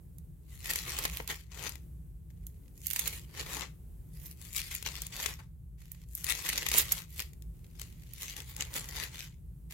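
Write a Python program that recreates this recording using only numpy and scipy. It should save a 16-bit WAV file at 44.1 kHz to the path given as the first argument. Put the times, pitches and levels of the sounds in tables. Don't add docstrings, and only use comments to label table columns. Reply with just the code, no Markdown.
import sys
import numpy as np
from scipy import signal
from scipy.fft import rfft, irfft
from scipy.io import wavfile
from scipy.ndimage import uniform_filter1d, map_coordinates

SR = 44100
rng = np.random.default_rng(int(sys.argv[2]) if len(sys.argv) > 2 else 0)


def generate_wav(sig):
    pcm = np.round(np.clip(np.atleast_2d(sig).T, -1, 1) * 32767).astype(np.int16)
    wavfile.write(sys.argv[1], SR, pcm)


N = 429093
TIME_S = np.arange(N) / SR
FREQ_HZ = np.maximum(np.fft.rfftfreq(N, 1 / SR), 1)
SIDES = np.array([[1], [-1]])
TOP_HZ = 16000

# [t/s, left minus right/dB]
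SHEET_PLACE = [(.7, 3), (1.2, -1.5), (1.65, 5), (2.9, -2.5), (3.1, -0.5), (3.55, 4.5), (4.3, 2), (4.8, 2.5),
               (5.25, 2), (6.3, 4.5), (6.8, 0.5), (7.2, 3.5), (8.3, 3.5), (8.75, -0.5), (9.2, 2.5)]


def sliding(flap_hz=1500, edge_hz=7000, flap_trim_db=-1, sway_db=2, catch_db=2.0, crackle_db=-2, size=512):
    friction = unit(stereo_noise(N, alike=0.3) + slips(rate_hz=600, spread_db=5, decay_s=0.0005))
    crackle = slips(rate_hz=75, spread_db=5, decay_s=0.0004)
    crackly = unit(friction + undb(crackle_db) * crackle)
    hz, t, smooth = signal.stft(friction, SR, nperseg=size)
    rough = signal.stft(crackly, SR, nperseg=size)[2]
    hz = np.maximum(hz, 1)

    low = 1 / (1 + (hz / flap_hz) ** 6)
    high = 1 / (1 + (edge_hz / hz) ** 6)
    bands = (low, 1 - low - high, high)
    sheet, rub, edge = (unit(paper_gain(hz) * band)[:, :, None] for band in bands)

    flap, rubbing, hiss = handling(t)
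    sound = smooth * sheet * flap * undb(flap_trim_db)
    sound = sound + rough * (rub * rubbing + edge * hiss)
    sound = sound * bending(hz, t, depth_db=2.5, per_octave=12, rate_hz=30)
    sound = signal.istft(sound, SR, nperseg=size)[1][:, :N]

    catching = undb(catch_db * walk(45))
    pan_db = np.interp(TIME_S, *np.transpose(SHEET_PLACE)) + sway_db * walk(9)
    return sound * catching * placed(pan_db)


# [start t/s, length/s, rubbing level/dB, flap re rubbing/dB before trim, edge hiss re rubbing/dB]
SHEET_SLIDES = [(0.525, 0.032, -61.5, -11, 5), (0.672, 0.14, -44, -12.5, -1),
                (0.881, 0.18, -43.5, -8, -3.5), (1.131, 0.053, -49.5, -9.0, 1.5),
                (1.342, 0.053, -55.5, -16.5, -1.5), (1.596, 0.085, -46, -4, -1.5),
                (2.849, 0.093, -55.5, -24, 9.5), (2.961, 0.19, -46.5, -10.5, 1.5),
                (3.375, 0.031, -46, -5.5, -5), (3.486, 0.087, -45, -2, 0.5),
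                (4.168, 0.15, -64.5, -9.5, 8.5), (4.421, 0.13, -58.5, -11.5, 6.5),
                (4.571, 0.204, -48.5, -18.5, -2.5), (4.889, 0.14, -48.5, -10.5, -3),
                (5.18, 0.1, -43.0, -6.5, -0.5), (6.166, 0.11, -59.5, -15.5, 12.5),
                (6.268, 0.25, -43.5, -10.5, -1), (6.501, 0.18, -42.5, -10, -5),
                (6.805, 0.18, -48.5, -8.5, 2), (7.162, 0.031, -52.5, -17.5, 5),
                (7.816, 0.0079, -55.5, -8, 1), (8.203, 0.092, -45.5, -16.5, -1),
                (8.37, 0.022, -49.5, -9, -5), (8.488, 0.0058, -53, -10.5, 3),
                (8.579, 0.14, -56.5, -3.5, -0.5), (8.771, 0.19, -51.5, -7, -0.5),
                (8.976, 0.054, -41.5, -8, -5.0), (9.147, 0.086, -48.5, -10.5, -4.5)]
# [t/s, attack/s, rubbing level/dB, flap re rubbing/dB before trim, edge hiss re rubbing/dB]
SHEET_SWISHES = [(0.705, 0.025, -38.5, -9, -1), (1.201, .006, -55, 5, -4), (1.305, 0.011, -32, -8, -5.5),
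                 (1.522, 0.0038, -51, -10, -15), (1.666, 0.0026, -38.5, -5, -10),
                 (3.072, 0.015, -39, -9.5, 0), (3.627, 0.013, -39, -1.5, -18.5),
                 (4.562, 0.018, -40.5, -18, 5.5), (4.713, .003, -33.5, -16, -3),
                 (4.863, 0.0061, -32.5, -10.5, -5), (5.125, .002, -41, -21, -9),
                 (5.258, 0.0032, -36, -8, -26), (5.394, 0.002, -53.5, 2, -7),
                 (6.304, 0.017, -29.5, -15.5, 1), (6.749, 0.015, -31, -8.5, -3),
                 (6.777, 0.014, -22.5, -14, 4), (6.921, 0.0035, -36.5, -6, 1), (7.201, .008, -45.5, -7, -8),
                 (8.6, 0.0032, -38, -10, -9), (8.767, 0.011, -33, -7.5, 0)]


def handling(t, slide_attack_s=0.033, slide_release_s=0.037, swish_release_s=0.019):
    moves = []
    for start_s, length_s, *levels_db in SHEET_SLIDES:
        moves.append((stroke(t, start_s, length_s, slide_attack_s, slide_release_s), *levels_db))
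    for start_s, attack_s, *levels_db in SHEET_SWISHES:
        moves.append((stroke(t, start_s, 0, attack_s, swish_release_s), *levels_db))
    power = 0
    for shape, rub_db, flap_db, hiss_db in moves:
        gains = undb([rub_db + flap_db, rub_db, rub_db + hiss_db])
        power = power + np.outer(gains, shape) ** 2
    return np.sqrt(power)


def stroke(t, start_s, length_s, attack_s, release_s):
    before = np.maximum(start_s - t, 0)
    after = np.maximum(t - start_s - length_s, 0)
    return np.exp(-before / attack_s - after / release_s)


def bending(hz, t, depth_db, per_octave, rate_hz):
    octaves = np.log2(np.maximum(hz, 100) / 100)
    place = np.meshgrid(octaves * per_octave, t * rate_hz, indexing="ij")
    knots = rng.standard_normal((int(place[0].max()) + 2, int(place[1].max()) + 2))
    surface = unit(map_coordinates(knots, place, order=1))
    return unit(undb(depth_db * surface))


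# [t/s, level/dB, brightness/dB per octave, left minus right/dB]
CREASE_SNAPS = [(0.1838, -49, 7, -11), (0.7037, -33, 16, -2), (0.735, -32, 1, -2), (0.7575, -27, 0.5, 2),
                (0.987, -28, 0, -1.5), (1.0388, -34, 1, -5), (1.0513, -24.5, -3.5, 1.5),
                (1.201, -35, -9, 5), (1.2763, -34, 3.5, -3), (1.666, -35, -4.5, 5), (1.693, -35.5, 1.5, 5),
                (1.755, -44, -1, 7), (2.303, -62.5, -2, 5), (2.4673, -40.5, 11.5, -4), (2.68, -62, -1, -2),
                (2.8678, -26, 10, -9), (2.9023, -31, 4, -14), (2.9096, -29.5, 3, -9),
                (2.9325, -28.5, 4.5, -21), (2.9606, -27.5, 1, -4), (2.9924, -23.5, 3.5, -9.5),
                (3.0758, -25.5, 2.5, -15), (3.5687, -38.5, -3, 11), (3.6084, -35.5, -3.5, 17),
                (4.5813, -32.5, 2, 5), (4.7496, -31.5, 15, 0), (4.826, -36.5, 1, 6), (5.019, -32.5, 8, 3),
                (5.0669, -36.5, 4.5, 1), (5.2597, -25, -0.5, 16), (5.9175, -38.5, 12.5, -10),
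                (6.1515, -31, 13, -1), (6.243, -29.5, 5, 4), (6.2978, -31.5, 4.5, 7),
                (6.4891, -24.5, 0.5, 2), (6.6643, -26.5, -2, 9), (6.6865, -26.5, 2, 3),
                (6.7153, -25.5, -0.5, 1), (6.7827, -15.5, 11, -8), (6.9198, -18.5, 6.5, -3),
                (7.2014, -33.5, 4, 8), (7.333, -52.5, 2, 3), (7.422, -51, 3.5, 7), (7.796, -41, 2, 4),
                (7.8155, -36.5, 0.5, 12), (8.1353, -40.5, 7, -18), (8.3653, -38, 0.5, 10),
                (8.5645, -36.5, 3, 3)]


def creases(base_decay_s=0.0014, slackness=0.044, reach=0.07, shiver_s=0.012, shiver_db=-25, size=2048):
    out = np.zeros((2, N + size))
    t = np.arange(size) / SR
    hz = np.maximum(np.fft.rfftfreq(size, 1 / SR), 1)
    lead, span = size // 16, size // 10
    typical_db = np.median(np.transpose(CREASE_SNAPS)[1])
    for start_s, level_db, tilt_db, pan_db in CREASE_SNAPS:
        decay_s = base_decay_s * np.exp(reach * max(level_db - typical_db, 0) - slackness * tilt_db)
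        crack = flicks(1, decay_s, alike=0.57, lag_s=0.00012, size=size)[:, 0]
        shiver = stereo_noise(size, alike=0.3) * np.exp(-t / shiver_s)
        crack = crack + undb(shiver_db) * shiver
        tilt = undb(tilt_db * np.log2(np.clip(hz, 700, 12000) / 2000))
        crack = irfft(rfft(np.roll(crack, lead, axis=1)) * paper_gain(hz) * tilt)
        crack = crack / np.sqrt(np.sum(crack ** 2, axis=1, keepdims=True) / span)
        start = int(start_s * SR) - lead
        out[:, start:start + size] += crack * undb(level_db) * placed(pan_db)
    return out[:, :N]


# [start t/s, end t/s, level/dB]
FINGER_TOUCHES = [(2.285, 2.723, -77.5), (5.78, 6.046, -61.5), (7.547, 7.77, -69.5), (7.85, 8.15, -60.5),
                  (9.702, 9.74, -47.5)]


def fingers(soft_db_per_octave=-0.5, tick_spread_db=4):
    ticks = slips(rate_hz=62, spread_db=tick_spread_db, decay_s=0.0019, size=512)
    ticks = ticks + undb(-5) * stereo_noise(N, alike=0.19)
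    softness = undb(soft_db_per_octave * np.log2(np.maximum(FREQ_HZ / 1000, 1)))
    ticks = unit(irfft(rfft(ticks) * paper_gain(FREQ_HZ) * softness, N))
    touch = sum(undb(db) * ((TIME_S > start_s) & (TIME_S < end_s)) for start_s, end_s, db in FINGER_TOUCHES)
    return ticks * uniform_filter1d(touch, size=512)


def slips(rate_hz, spread_db, decay_s, size=160):
    count = int(rate_hz * N / SR)
    places = rng.integers(0, N, (count, 1)) + np.arange(size)
    sizes = undb(spread_db * np.minimum(rng.standard_normal((count, 1)), 2))
    grains = sizes * flicks(count, decay_s, alike=0.7, lag_s=0.00014, size=size)
    return unit(np.array([np.bincount(places.ravel(), port.ravel(), N)[:N] for port in grains]))


def flicks(count, decay_s, alike, lag_s, size):
    lag = rng.normal(0, lag_s * SR, (count, 1))
    delay = np.maximum(SIDES[:, None] * lag, 0)
    age = np.maximum(np.arange(size) - delay, 0).astype(int)
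    t = np.arange(size) / SR / decay_s
    bursts = stereo_noise((count, size), alike) * np.sqrt(t) * np.exp(-t)
    return np.take_along_axis(bursts, age, axis=2)


# [f/Hz, relative level/dB]
PAPER_COLOUR = [(130, -17.5), (420, -8.5), (650, -14), (950, -9), (1300, -10), (1580, -8.5), (1950, 0.5),
                (2700, -1.5), (3600, -2.5), (5400, -5.5), (7100, -1.5), (8500, -6.5), (12500, -1),
                (15800, -9)]
# [f/Hz, left minus right/dB]
PORT_BALANCE = [(380, -6), (1250, 5), (2300, -1.5), (4400, 4.5), (8000, 4), (13000, -6)]


def paper_gain(hz):
    return colour(PAPER_COLOUR, hz) * colour(PORT_BALANCE, hz) ** (SIDES / 2) * (hz < TOP_HZ)


def placed(pan_db):
    gains = undb(SIDES * pan_db / 2)
    return gains / np.sqrt(np.mean(gains ** 2, axis=0))


def room(x, t60_s=0.25, wet_db=-15, dull_hz=7000):
    t = TIME_S[:SR // 2]
    decay = np.exp(-np.log(1000) * t / t60_s)
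    onset = 1 - np.exp(-t / 0.0015)
    tail = rng.standard_normal((2, len(t))) * decay * onset
    tail = signal.lfilter(*signal.butter(1, dull_hz, fs=SR), tail)
    tail = tail / np.sqrt(np.sum(tail ** 2) / 2)
    return x + undb(wet_db) * signal.fftconvolve(x, tail, axes=1)[:, :N]


# [f/Hz, width/Hz, level/dB]
RUMBLE_MODES = [(57, 16, -49), (80, 14, -58.5), (118.5, 12, -58.5), (147.7, 14, -60), (165, 11, -59.5)]
# [f/Hz, relative density/dB]
AIR_COLOUR = [(180, 0), (380, -6), (600, -19), (1200, -27.5), (5500, -35), (8000, -27), (12500, -23),
              (16000, -26)]


def background(swell_db=1, air_db=-62, drift_db=2.0):
    power = 0
    for mode_hz, width_hz, db in RUMBLE_MODES:
        resonance = undb(db) / (1 + ((FREQ_HZ - mode_hz) / width_hz) ** 2)
        power = power + resonance ** 2 / width_hz
    rumble = irfft(rfft(stereo_noise(N, alike=0.94)) * np.sqrt(power * SR / np.pi), N)
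    rumble = rumble * undb(swell_db * walk(4.5))
    air = irfft(rfft(stereo_noise(N, alike=0.3)) * colour(AIR_COLOUR, FREQ_HZ), N)
    return rumble + undb(air_db + drift_db * walk(2.7)) * unit(air)


def undb(db):
    return 10 ** (np.asarray(db) / 20)


def unit(x):
    return x / np.sqrt(np.mean(x ** 2))


def colour(points, hz):
    f_hz, db = np.transpose(points)
    return undb(np.interp(np.log(hz), np.log(f_hz), db))


def stereo_noise(size, alike):
    shared = rng.standard_normal(size)
    return np.sqrt(alike) * shared + np.sqrt(1 - alike) * rng.standard_normal((2,) + shared.shape)


def walk(rate_hz):
    knots = rng.standard_normal(int(N / SR * rate_hz) + 2)
    return unit(np.interp(TIME_S * rate_hz, np.arange(len(knots)), knots))


def scene():
    return room(sliding() + creases() + fingers()) + background()


def record(dry):
    thinned = signal.sosfilt(signal.butter(4, 36, "high", fs=SR, output="sos"), dry)
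    return signal.sosfilt(signal.ellip(10, 0.2, 70, TOP_HZ, fs=SR, output="sos"), thinned)


dry = scene()
out = record(dry)
generate_wav(out)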